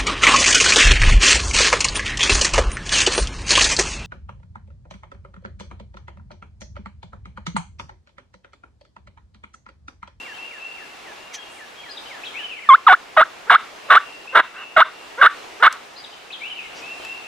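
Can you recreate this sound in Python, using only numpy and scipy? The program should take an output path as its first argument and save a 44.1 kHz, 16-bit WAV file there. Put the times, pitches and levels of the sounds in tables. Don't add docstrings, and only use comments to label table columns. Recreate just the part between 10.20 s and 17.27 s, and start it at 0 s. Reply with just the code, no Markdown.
import sys
import numpy as np
from scipy import signal
from scipy.fft import rfft, irfft
from scipy.io import wavfile
from scipy.ndimage import uniform_filter1d, minimum_filter1d

SR = 44100
rng = np.random.default_rng(int(sys.argv[2]) if len(sys.argv) > 2 else 0)


def inscribe(sig):
    pcm = np.round(np.clip(np.atleast_2d(sig).T, -1, 1) * 32767)
    wavfile.write(sys.argv[1], SR, pcm.astype(np.int16))


N = 311786

# frequency_hz, level_db_per_hz
AIR_COLOUR = [(12, -44), (20, -15.5), (157, -14.5), (404, -4), (613, -4), (725, -1.5), (857, -2.5),
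              (931, -3.5), (1260, -5), (1770, -7), (2030, -7.5), (2760, -6), (3000, -9), (7300, -20.5),
              (15500, -36.5)]
# frequency_hz, likeness_0_to_1
AIR_LIKENESS = [(60, 0.07), (130, 0.13), (290, 0.45), (640, 0.12), (1410, 0.19), (3100, 0.44), (6820, 0.26),
                (15000, 0.35)]
# frequency_hz, left_minus_right_db
AIR_TILT = [(60, -0.5), (180, 0), (550, -0.5), (1650, 0), (4970, 0.0), (15000, 0.5)]
AIR_RMS_DB = -41

# start_s, length_s, level_db, held_hz, scoop_hz (how far below the held note the glide begins)
WHISTLE_NOTES = [(-.03, .1, -36, 2794, 201.5), (.13, 0.031, -42, 3390, 452), (0.177, 0.1, -35.5, 2800, 204),
                 (0.392, .14, -37, 2770, 214), (0.961, .13, -49, 2840, 199),
                 (1.169, 0.073, -45, 3260, -1.5), (1.21, .112, -46.5, 2800, 4),
                 (1.561, 0.079, -44, 3262, 6), (3.799, 0.18, -44, 2740, -57),
                 (4.071, 0.047, -35, 2990, 505), (4.356, 0.072, -38, 3030, 498),
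                 (4.408, 0.042, -37.5, 2450, -370), (4.635, 0.24, -52, 2760, 57),
                 (6.613, .13, -36.5, 2757, 400), (6.796, .045, -46, 3120, 0), (6.839, .12, -34, 2770, 243),
                 (7.041, .113, -47, 2720, 200)]
SCOOP_S = .04
# start_s, level_db
SLUR_REPEATS = [(0.046, -39.5), (0.304, -41), (0.562, -41.5), (0.834, -41), (1.107, -41), (1.362, -42),
                (1.627, -40.5), (1.895, -40.5), (2.153, -40.5), (2.417, -37.5)]
SLUR_S, SLUR_TOP_HZ, SLUR_END_HZ, SLUR_FALL_S = 0.095, 2470, 1664, .036
# after_start_s, length_s, level_db (relative to the phrase),
# first_hz, middle_hz, last_hz, taper_share (part of the note spent swelling and fading)
PHRASE_NOTES = [(0, 0.013, -0.5, 3930, 4190, 4440, 0.44), (0.008, 0.031, -2, 5040, 4870, 4770, 0.5),
                (0.077, 0.015, 2.5, 3380, 3885, 2850, 0.31), (0.162, .025, -3.5, 2670, 3140, 2550, 0.38),
                (0.342, .024, 1, 2440, 3006, 4340, .2), (0.364, 0.024, 8, 4330, 3440, 3000, .4),
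                (.435, .1, 5.5, 1950, 2644, 3250, .7), (.535, .034, 4.5, 3200, 3040, 2920, 0.31),
                (0.592, .065, 2.5, 2984, 2650, 2266, 0.37), (0.666, 0.042, -3, 2390, 2175, 2024, 0.4)]
# start_s, level_db
PHRASE_REPEATS = [(1.692, -37), (5.761, -38)]

# start_s, length_s, level_db, centre_hz, width_octaves
WEED_RUSTLES = [(1.122, 0.061, -38, 6070, 0.12), (1.131, 0.035, -34.5, 2720, 0.98),
                (1.261, 0.19, -56, 8300, 0.28), (6.536, 0.093, -45.5, 5200, 0.32)]
# start_s, level_db, centre_hz, width_octaves, t60_s
STALK_TICKS = [(4.057, -38, 1300, 0.43, 0.024), (5.5265, -26, 5260, 0.64, 0.017),
               (5.802, -37, 2500, 0.63, 0.016), (6.8, -33.5, 555, 0.14, 0.049),
               (6.849, -30.5, 1950, 1.13, 0.03)]

# frequency_hz, level_db
THROAT_COLOUR = [(150, -49.5), (350, -22), (510, -17), (640, -10), (870, -8), (1110, 1), (1500, 5.5),
                 (1830, -3), (2230, -4.5), (2440, -19.5), (2880, -9), (3170, -17), (3540, -9),
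                 (3900, -17.5), (4500, -32), (7000, -41), (9000, -40), (11500, -58.5), (15500, -66.5)]
# start_s, length_s, attack_s, effort_db, first_hz, low_hz, fall_s,
# clear_s (time until the rasp clears), roughness (0 up to about 1), opening_db_per_octave (of the beak)
LOUD_CALLS = [(2.488, 0.073, .0035, -0.5, 1201, 1051, 0.0146, 0.069, 0.05, -0.3),
              (2.665, 0.089, 0.0058, -5.5, 1342, 733.5, .019, 0.074, 0.21, -0.2),
              (2.965, .075, 0.011, -1.5, 1203, 627, .007, 0.058, 0.21, 0),
              (3.296, .075, 0.0033, 5.5, 1689, 704, .01, 0.055, 0.55, -.1),
              (3.699, .089, 0.01, 3, 1323, 1122, .007, 0.062, 0.61, -0.4),
              (4.147, 0.069, 0.013, 2.5, 1440, 1160, 0.0087, 0.056, 1.1, -2.6),
              (4.563, .074, .007, 6, 775, 635.2, .005, .053, 0.37, 0.2),
              (5.012, 0.072, 0.0033, 5.5, 1658, 1148, .011, 0.052, 0.48, -0.2),
              (5.4234, .067, .004, 7.5, 1604, 1125, .006, 0.049, 0.57, -0.7)]
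# start_s, length_s, level_db, middle_hz, rise_octaves, roughness_0_to_1
SOFT_WHINES = [(3.263, .04, -36.5, 469, 0.68, 0.3), (3.685, .019, -32, 594, .32, .3),
               (4.119, 0.072, -29, 548, .26, 0.42), (4.314, .15, -38, 382, 0.018, 0.8),
               (4.97, 0.069, -25, 548, .55, 0.24), (5.392, .048, -31, 478, .6, 0.2)]
# frequency_hz, left_minus_right_db
CALL_TILT = [(200, -0.5), (1300, -0.8), (2400, -2.2), (4400, -1), (8100, 5), (15000, 8)]
# frequency_hz, left_lead_radians
CALL_LEAD = [(100, .02), (700, 0.36), (1150, 0.22), (1800, 0.64), (3500, 1.16), (7500, 2), (10000, 0.66)]

PUSH_DB, PUSH_S, TIRE_DB_PER_S = 16.5, 0.0027, -48
RELEASE_S, SHUT_DB = 0.011, -24.5
CLEAR_HZ, CRACK_LEAD_S, CRACK_S, CRACK_ROUGH = 1087, .011, 0.0021, 0.32
CLEARING_S, CLEAR_ROUGH_SHARE = 0.0027, 0.29
FLICK_HZ, FLICK_S, FLICK_LEAD_S = 842, 0.01183, 0.0251
SECOND_HZ, SECOND_SHARE, SHUDDER_DB, SHUDDER_HZ = 1137, 1.0, 2, 90
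WHINE_ARCH = 0.036
WHINE_SWELL_DB = 4


def amp(db):
    return 10 ** (np.asarray(db) / 20)


def evened(x):
    return x / np.sqrt(np.mean(x ** 2) + 1e-20)


def read(points, hz):
    f, value = np.transpose(points)
    return np.interp(np.log(hz + 1), np.log(f + 1), value)


def add(mix, s, sound):
    start = round(s * SR)
    sound = sound[max(-start, 0):]
    part = mix[max(start, 0):][:len(sound)]
    part += sound[:len(part)]


def arch(length, first, middle, last):
    parabola = np.polyfit([0, .5, 1], [first, middle, last], 2)
    return np.polyval(parabola, np.linspace(0, 1, round(length * SR)))


def wander(size, hz):
    f = np.fft.rfftfreq(16384, 1 / SR)
    noise = rng.standard_normal(16384)
    drift = irfft(rfft(noise) / (1 + (f / hz) ** 4))
    return np.resize(evened(drift), size)


def band_noise(size, hz, octaves):
    f = np.fft.rfftfreq(size, 1 / SR) + 1
    bell = np.exp(-.5 * (np.log2(f / hz) / octaves) ** 2)
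    return evened(irfft(rfft(rng.standard_normal(size)) * bell, size))


def echoes(x, t60, build, dull_hz):
    t = np.arange(SR) / SR
    taps = rng.choice([-1., 1.], (2, SR)) * (rng.random((2, SR)) < 1 / 10)
    taps = taps * (1 - np.exp(-(t / build) ** 2)) * np.exp(-np.log(1000) * t / t60)
    taps /= np.linalg.norm(taps, axis=1, keepdims=True)
    taps = signal.lfilter(*signal.butter(1, dull_hz, fs=SR), taps)
    return signal.fftconvolve(x[None], taps, axes=1)[:, :N]


def air(patchy_db=0.84, swell_db=1.5):
    frames, hz = N // 256 + 5, np.fft.rfftfreq(1024, 1 / SR)
    a, b, c, d, patches = rng.standard_normal((5, frames, len(hz)))
    patches = uniform_filter1d(patches, size=14, axis=0)
    patches = evened(uniform_filter1d(patches, size=10, axis=1))
    swell = evened(uniform_filter1d(rng.standard_normal(frames), size=90))[:, None]
    same = read(AIR_LIKENESS, hz)
    left, own = a + 1j * b, c + 1j * d
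    right = same * left + np.sqrt(1 - same ** 2) * own
    tilt = amp(read(AIR_TILT, hz) / 2)
    spectra = np.array([left * tilt, right / tilt])
    spectra *= amp(read(AIR_COLOUR, hz) + patchy_db * patches + swell_db * swell)
    wash = signal.istft(spectra.transpose(0, 2, 1), nperseg=1024, noverlap=768)[1][:, :N]
    return amp(AIR_RMS_DB) * evened(wash)


def chirp(db, hz, flutter_db=2.4, waver=.008):
    size = len(hz)
    turns = np.cumsum(hz * (1 + waver * wander(size, 120))) / SR
    level_db = db + flutter_db * wander(size, 80)
    return amp(level_db) * np.sin(2 * np.pi * turns) * signal.windows.tukey(size, .1)


def whistles():
    out = np.zeros(N)
    for s, length, db, held_hz, scoop_hz in WHISTLE_NOTES:
        t = np.arange(round(length * SR)) / SR
        hz = held_hz - scoop_hz * np.exp(-t / SCOOP_S)
        add(out, s, chirp(db, hz) * signal.windows.tukey(len(hz), .25))
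    return out


def slurs(fall_shape=1.624, taper=0.19):
    out, t = np.zeros(N), np.arange(round(SLUR_S * SR)) / SR
    hz = SLUR_END_HZ + (SLUR_TOP_HZ - SLUR_END_HZ) * np.exp(-(t / SLUR_FALL_S) ** fall_shape)
    for s, db in SLUR_REPEATS:
        add(out, s, chirp(db, hz) * signal.windows.tukey(len(t), taper))
    return out


def phrases():
    out = np.zeros(N)
    for s, db in PHRASE_REPEATS:
        for after, length, note_db, *pitches, taper in PHRASE_NOTES:
            hz = arch(length, *pitches)
            add(out, s + after, chirp(db + note_db, hz) * signal.windows.tukey(len(hz), taper))
    return out


def songbirds():
    whistler, slurrer, singer = whistles(), slurs(), phrases()
    direct = whistler * amp([[1], [-2]]) + slurrer * amp([[-1], [-1]]) + singer * amp([[2], [-2]])
    blur = echoes(singer, t60=0.13, build=.002, dull_hz=12000)
    scattered = amp(2.0) * whistler + amp(-4.5) * slurrer + amp(1.0) * singer
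    wood = echoes(scattered, t60=1.0, build=0.006, dull_hz=6000)
    return direct + amp([[1], [-1]]) * (blur + wood)


def weeds():
    out = np.zeros(N)
    for s, length, db, hz, octaves in WEED_RUSTLES:
        size = round(length * SR)
        add(out, s, amp(db) * band_noise(size, hz, octaves) * signal.windows.tukey(size, .8))
    t = np.arange(SR // 10) / SR
    for s, db, hz, octaves, t60 in STALK_TICKS:
        add(out, s, amp(db) * band_noise(len(t), hz, octaves) * np.exp(-np.log(1000) * t / t60))
    return out + amp(-13) * echoes(out, t60=0.11, build=0.0011, dull_hz=10000)


def causal(spectrum, size=2048):
    log_gain = np.log(amp(read(spectrum, abs(np.fft.fftfreq(size, 1 / SR)))))
    return np.fft.ifft(np.exp(np.conj(signal.hilbert(log_gain)))).real[:size // 2]


def syrinx(hz, rough, slope, opening, jitter=0.0933, rasp_db=2, halves=0.12, even_db=-7, top_hz=5500,
           slack_db=6.0):
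    size, rough = len(hz), np.clip(rough, 0, 1)
    turns = np.cumsum(hz * (1 + jitter * (rough + 0.013) * wander(size, 527))) / SR
    taut = np.interp(hz, [750, 1050], [0, 1])
    k = np.arange(1, 9)[:, None]
    overtones = k ** -slope * amp(even_db * taut * (k % 2 == 0)) / (1 + (k * hz / top_hz) ** 6)
    overtones = overtones * amp(slack_db * (1 - taut) * (k == 1))
    buzz = (overtones * np.sin(2 * np.pi * k * turns)).sum(0)
    alternation = wander(size, 120) * 2 * np.cos(np.pi * turns)
    buzz = buzz * (1 + halves * rough * taut * alternation)
    rattle = amp(3 * wander(size, 260))
    puffs = rattle * (1 + 0.77 * np.cos(2 * np.pi * turns)) * rng.standard_normal(size)
    throat = causal([(f, db + opening * np.log2(min(f, 3000) / 1200)) for f, db in THROAT_COLOUR])
    buzz = evened(signal.fftconvolve(buzz, throat)[:size])
    puffs = evened(signal.fftconvolve(puffs, throat)[:size])
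    voice = (1 - rough) * buzz + rough * amp(rasp_db) * puffs
    return voice / np.sqrt(abs(uniform_filter1d(voice ** 2, size=150)) + 1e-9)


def step(t, at, width):
    return .5 + .5 * np.tanh((t - at) / (2 * width))


def yelp(length, attack_s, effort_db, first_hz, low_hz, fall_s, clear_s, roughness, fall_shape=2.1):
    t = np.arange(round(length * SR)) / SR
    sunk = 1 - np.exp(-(t / fall_s) ** fall_shape)
    cracked = step(t, clear_s - CRACK_LEAD_S, CRACK_S)
    swoop_hz = first_hz + (low_hz - first_hz) * sunk
    hz = (1 - cracked) * swoop_hz + cracked * max(CLEAR_HZ, low_hz)
    flick = step(t, length - FLICK_LEAD_S, FLICK_S / 3) * np.exp((t - length) / FLICK_S)
    hz = hz + FLICK_HZ * flick
    rasping = sunk * (1 - step(t, clear_s, CLEARING_S))
    rough = roughness * (CLEAR_ROUGH_SHARE + (1 - CLEAR_ROUGH_SHARE) * rasping)
    jump_octaves = abs(np.log2(CLEAR_HZ / low_hz))
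    rough = rough + CRACK_ROUGH * jump_octaves * 2 * np.sqrt(cracked * (1 - cracked))
    push_db = PUSH_DB * roughness * np.exp(-t / PUSH_S)
    held_db = effort_db + push_db + TIRE_DB_PER_S * (t - length / 2)
    opened = np.clip(np.minimum(t / attack_s, (length - t) / RELEASE_S), 0, 1)
    return SHUT_DB + (held_db - SHUT_DB) * opened, hz, rough


def turkey(clear_slope=0.85, low_slope=.65, whine_slope=0.77, whine_opening=-2.5, second_rough=0.29):
    out = np.zeros(N)
    for s, *gesture, opening in LOUD_CALLS:
        effort_db, hz, rough = yelp(*gesture)
        size = len(hz)
        slope = np.interp(hz, [750, 1050], [low_slope, clear_slope])
        voice = syrinx(hz, rough, slope, opening)
        low = np.interp(hz, [750, 1050], [1, 0])
        second = SECOND_SHARE * rough * low * np.linspace(0, 2, size)
        if second.any():
            voice = voice + second * syrinx(np.full(size, SECOND_HZ), second_rough, clear_slope, opening)
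        voice = voice / np.sqrt(1 + second ** 2)
        level_db = effort_db + SHUDDER_DB * rough * wander(size, SHUDDER_HZ)
        add(out, s, amp(level_db) * voice * signal.windows.tukey(size, .03))
    for s, length, db, middle, rise, rough in SOFT_WHINES:
        ends = middle * (1 - WHINE_ARCH)
        hz = arch(length, ends / 2 ** (rise / 2), middle, ends * 2 ** (rise / 2))
        level_db = db + WHINE_SWELL_DB * np.linspace(-.5, .5, len(hz))
        voice = syrinx(hz, rough, whine_slope, whine_opening)
        add(out, s, amp(level_db) * voice * signal.windows.tukey(len(hz), .6))
    return out


def two_ports(x):
    hz = np.fft.rfftfreq(N, 1 / SR)
    tilt = amp(read(CALL_TILT, hz) / 2)
    lag = np.exp(-1j * read(CALL_LEAD, hz))
    return irfft(rfft(x) * np.array([tilt, lag / tilt]), N)


def scene(stem_hz=2200):
    calls = turkey()
    thrown = signal.lfilter(*signal.butter(1, stem_hz, "highpass", fs=SR), calls)
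    near = amp(-29.5) * echoes(thrown, t60=0.23, build=0.026, dull_hz=14040)
    far = amp(-50.0) * echoes(calls, t60=0.32, build=0.022, dull_hz=7940)
    field = near + far
    field = field + 0.8 * field[::-1]
    return two_ports(calls) + field + songbirds() + weeds() + air()


def record(dry, recovery_db_per_s=240, lopsided=0.009, ceiling_db=0.57, edge_hz=15650):
    peak_db = 20 * np.log10(abs(dry).max(0) + 1e-9)
    fall = np.arange(N) * recovery_db_per_s / SR
    held_peak_db = np.maximum.accumulate(peak_db + fall) - fall
    over_db = np.maximum(held_peak_db - ceiling_db, 0)
    gain_db = minimum_filter1d(-over_db, size=91)
    gain_db = uniform_filter1d(uniform_filter1d(gain_db, size=45), size=45)
    held = dry * amp(gain_db)
    held = np.clip(held + lopsided * held ** 2, -1, 1)
    low_pass = signal.firwin(511, edge_hz, window=("kaiser", 9), fs=SR)
    return signal.oaconvolve(held, low_pass[None], "same")


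dry = scene()
out = record(dry)
inscribe(out)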